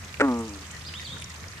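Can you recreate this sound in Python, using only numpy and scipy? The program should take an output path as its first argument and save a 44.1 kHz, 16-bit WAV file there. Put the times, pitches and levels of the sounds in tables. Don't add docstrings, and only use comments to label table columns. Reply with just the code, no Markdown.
import sys
import numpy as np
from scipy import signal
from scipy.fft import rfft, irfft, next_fast_len
from scipy.io import wavfile
from scipy.ndimage import uniform_filter1d, map_coordinates

SR = 44100
rng = np.random.default_rng(int(sys.argv[2]) if len(sys.argv) > 2 else 0)


def put_to_file(sound):
    columns = np.atleast_2d(sound).T
    safe = np.clip(columns, -1, 1)
    whole_steps = np.round(safe * 32767)
    wavfile.write(sys.argv[1], SR, whole_steps.astype(np.int16))


N = 70560

# time_s, pitch_hz
FROG_PITCH = [(0.222, 143.3), (0.252, 138.9), (0.302, 123.5), (0.33, 119.4), (0.402, 114.5), (0.46, 111.1),
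              (0.502, 102.1), (0.64, 93.4)]
# time_s, gain_db
FROG_EFFORT = [(.217, -25.5), (.223, -15.5), (.26, -16), (.3, -16.5), (.41, -21.5), (.46, -26), (.49, -30),
               (.545, -33), (.62, -44), (.67, -58)]
# pitch_hz, width_hz, gain_db, fade_db_per_s
FROG_RINGS = [(268, 96, -2, 7.5), (369, 93, -20.5, -6), (435, 56, -7, 24), (560, 116, -10.5, 105),
              (880, 160, -13.5, 29), (1141, 130, -11.5, 42), (1367, 57, -9, 223), (1630, 410, -16, 350),
              (2500, 520, -25, 400)]

def frog_tone(first_pulse_s=.2228, pitch_jitter=.0033, shimmer_db=.64):
    t = clock()
    pitch = np.interp(t, *np.transpose(FROG_PITCH)) * (1 + pitch_jitter * wobble(121.3))
    phase = 2 * np.pi * np.cumsum(pitch) / SR
    phase -= np.interp(first_pulse_s, t, phase)
    age = np.maximum(t - first_pulse_s, 0)
    rings = [(hz, width, amp(db - fade * age)) for hz, width, db, fade in FROG_RINGS]
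    tone = np.zeros(N)
    for harmonic in range(2, 20):
        f = harmonic * pitch
        body = sum(gain * (1j * f * width / (hz * hz - f * f + 1j * f * width)) ** 2
                   for hz, width, gain in rings)
        tone += np.real(body * np.exp(1j * harmonic * phase))
    effort_db = np.interp(t, *np.transpose(FROG_EFFORT), left=-120, right=-120)
    return tone * amp(effort_db + shimmer_db * wobble(85.4))


# pitch_hz, relative_db
RASP_COLOUR = [(100, -34), (250, -5.5), (400, -3.5), (550, 6), (700, -9.5), (930, -6.5), (1100, -15.5),
               (1450, 4.5), (1700, -7.5), (2020, -4), (2700, -13.5), (3300, -24.5), (4500, -30.5),
               (8000, -30), (11000, -55)]

def frog_rasp(click_s=.1994, click_db=-14, start_s=.2063, pulse_db=-10, breath_db=-33.5):
    t, k = clock(), np.arange(5)
    gaps_s = .0027 * .92 ** k[:-1]
    times = start_s + np.append(0, np.cumsum(gaps_s))
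    snaps = [(click_s, click_db), *zip(times, pulse_db + .45 * k)]
    pulses = sum(amp(db) * np.sinc((t - at) * SR) for at, db in snaps)
    breath = amp(breath_db) * rng.standard_normal(N) * ((t > times[0]) & (t < times[-1]))
    return signal.fftconvolve(pulses + breath, ring(RASP_COLOUR))[:N]


# pitch_hz, left_minus_right_db
FROG_LEAN = [(250, 0.5), (700, 1.7), (1300, -0.5), (2500, -1.5), (8000, -9.5)]

def frog(right_lag_s=.00013, echo_db=-27.5):
    call = frog_tone() + frog_rasp()
    lead_s = np.array([[.5], [-.5]]) * right_lag_s
    direct = filtered(call, lambda hz: pan(along(FROG_LEAN, hz)) * np.exp(2j * np.pi * hz * lead_s))
    return direct + amp(echo_db) * trees(call)


# start_s, length_s, first_hz, middle_hz, last_hz, gain_db
BIRD_NOTES = [(.855, 0.042, 3590, 4970, 2960, -39.5), (0.939, 0.052, 2700, 3550, 3716, -40),
              (1.047, 0.031, 4750, 4050, 3130, -38), (1.08, 0.066, 3150, 3495, 3840, -40.5)]

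def bird(edge_s=.017, swell_db=2, flutter_db=2.5, echo_db=-2.5):
    t, song = clock(), np.zeros(N)
    for start, length, first, middle, last, db in BIRD_NOTES:
        progress = np.clip((t - start) / length, 0, 1)
        bend = np.polyfit([0, .5, 1], [first, middle, last], 2)
        phase = 2 * np.pi * np.cumsum(np.polyval(bend, progress)) / SR
        fade = np.clip(np.minimum(t - start, start + length - t) / edge_s + .5, 0, 1)
        level = amp(db + swell_db * (progress - .5) + flutter_db * wobble(130))
        song += level * fade * np.sin(phase)
    return pan(-4) * song + amp(echo_db) * trees(song)


# start_s, gain_db, pitch_hz
CLEAR_TICKS = [(0.047, -31, 6240), (0.1427, -23, 2250), (0.2849, -25.5, 1400), (0.4077, -32.5, 8300),
               (0.48, -32, 6740), (0.712, -31, 6900), (0.9385, -25.5, 2680), (0.997, -28, 2430),
               (1.1684, -31.5, 1400), (1.221, -27, 2920), (1.242, -28, 6100), (1.303, -40, 5800),
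               (1.4408, -29.5, 1860)]

def reeds_and_frog_click(faint_count=120, die_away_s=.024, width_octaves=.3, top_hz=9300, size=2048):
    out = np.zeros((2, N + size))
    t, f = np.arange(size) / SR, np.fft.rfftfreq(size, 1 / SR)
    faint = [(rng.uniform(0, N / SR), rng.normal(-37, 2), 3800 * 2 ** rng.normal(0, .62))
             for _ in range(faint_count)]
    for start, db, hz in CLEAR_TICKS + faint:
        colour = 1 / (1 + (np.log2((f + 1) / hz) / width_octaves) ** 2) / (1 + (f / top_hz) ** 8)
        noise = rng.standard_normal(size) + .85 * np.array([[1], [-1]]) * rng.standard_normal(size)
        tick = irfft(rfft(noise) * colour) * amp(-60 * t / die_away_s)
        out[:, int(start * SR):][:, :size] += amp(db) * tick / np.abs(tick).max()
    return pan(-4) * out[:, :N]


# middle_s, length_s, pitch_hz, level_db
DISTANT_CALLS = [(0.757, 0.044, 1924, -42.5), (1.016, 0.053, 1910, -44.5), (1.307, 0.011, 1970, -40),
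                 (1.443, .05, 1780, -50), (1.59, 0.058, 1874, -44.5)]

def far_calls(width_hz=117):
    out = np.zeros((2, N))
    for middle, length, hz, db in DISTANT_CALLS:
        blur = filtered(rng.standard_normal((2, N)), lambda f: np.exp(-((f - hz) / width_hz) ** 2))
        swell = np.exp(-(2 * (clock() - middle) / length) ** 2)
        out += amp(db) * unit(blur) * swell
    return out


# pitch_hz, relative_db
AIR_COLOUR = [(25, -23), (50, -6.5), (65, -4.5), (85, -2), (160, -3), (220, -9.5), (320, -16.5),
              (500, -16.5), (750, -19.5), (1200, -14.5), (1550, -17.5), (1900, -14.5), (2500, -19),
              (3500, -24), (5000, -24), (6500, -22.5), (8500, -29), (10500, -35), (14500, -40.5)]
# pitch_hz, likeness (0 unrelated, 1 the same)
AIR_LIKENESS = [(60, .98), (400, 0.84), (1000, 0.41), (2000, 0), (4000, 0), (12000, 0)]
# pitch_hz, left_minus_right_db
AIR_LEAN = [(100, 1.5), (1000, 1.5), (4000, -1), (8000, -8), (14000, -7.5)]

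def air(level_db=-42.5, patchy_db=1.29, waver_db=.5):
    spectrum = signal.stft(rng.standard_normal((2, N)), nperseg=512)[2]
    patches = uniform_filter1d(rng.standard_normal(spectrum.shape[1:]), size=8, axis=0)
    patches = uniform_filter1d(patches, size=10, axis=1)
    noise = signal.istft(spectrum * amp(patchy_db * unit(patches)), nperseg=512)[1][:, :N]
    width = lambda hz: np.tan(np.arccos(np.clip(along(AIR_LIKENESS, hz), -1, 1)) / 2)
    mid, side = filtered(noise, lambda hz: amp(along(AIR_COLOUR, hz)) * [np.ones_like(hz), width(hz)])
    stereo = filtered(np.array([mid + side, mid - side]), lambda hz: pan(along(AIR_LEAN, hz)))
    return amp(level_db + waver_db * wobble(5.58)) * unit(stereo)


def far_engine(pitch_hz=82.5, drift_hz=4.2, level_db=-47.5, waver_db=1.5):
    phase = 2 * np.pi * np.cumsum(pitch_hz + drift_hz * wobble(24.07)) / SR
    return amp(level_db) * unit(np.sin(phase) * amp(waver_db * wobble(12.5)))


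# pitch_hz, die_away_s
TREE_ECHO = [(200, 0.35), (3500, 0.67), (10000, 0.25)]

def trees(x):
    hz, t, spectrum = signal.stft(rng.standard_normal((2, SR // 2)), SR, nperseg=256)
    fade = amp(-60 * t / along(TREE_ECHO, hz)[:, None])
    tail = signal.istft(spectrum * fade, SR, nperseg=256)[1]
    return signal.fftconvolve(x[None], tail / np.linalg.norm(tail[0]), axes=1)[:, :N]


def amp(db):
    return 10 ** (np.asarray(db) / 20)


def unit(x):
    return x / np.sqrt(np.mean(x ** 2) + 1e-20)


def along(points, hz):
    pitches, values = np.transpose(points)
    return np.interp(np.log(hz + 1), np.log(pitches + 1), values)


def clock():
    return np.arange(N) / SR


def wobble(rate):
    return map_coordinates(rng.standard_normal(int(N * rate / SR) + 4), [clock() * rate])


def pan(db):
    return amp(np.array([[.5], [-.5]]) * db)


def filtered(x, response):
    size = next_fast_len(N + SR // 2)
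    return irfft(rfft(x, size) * response(np.fft.rfftfreq(size, 1 / SR)), size)[..., :N]


def ring(colour, size=4096):
    cepstrum = irfft(np.log(amp(along(colour, np.fft.rfftfreq(size, 1 / SR)))))
    cepstrum[1:size // 2] *= 2
    cepstrum[size // 2 + 1:] = 0
    ringing = irfft(np.exp(rfft(cepstrum)))
    return ringing / np.abs(ringing).max()


def scene():
    return frog() + bird() + far_calls() + reeds_and_frog_click() + air() + far_engine()


def record(dry):
    return filtered(dry, lambda hz: hz < 14750)


dry = scene()
out = record(dry)
put_to_file(out)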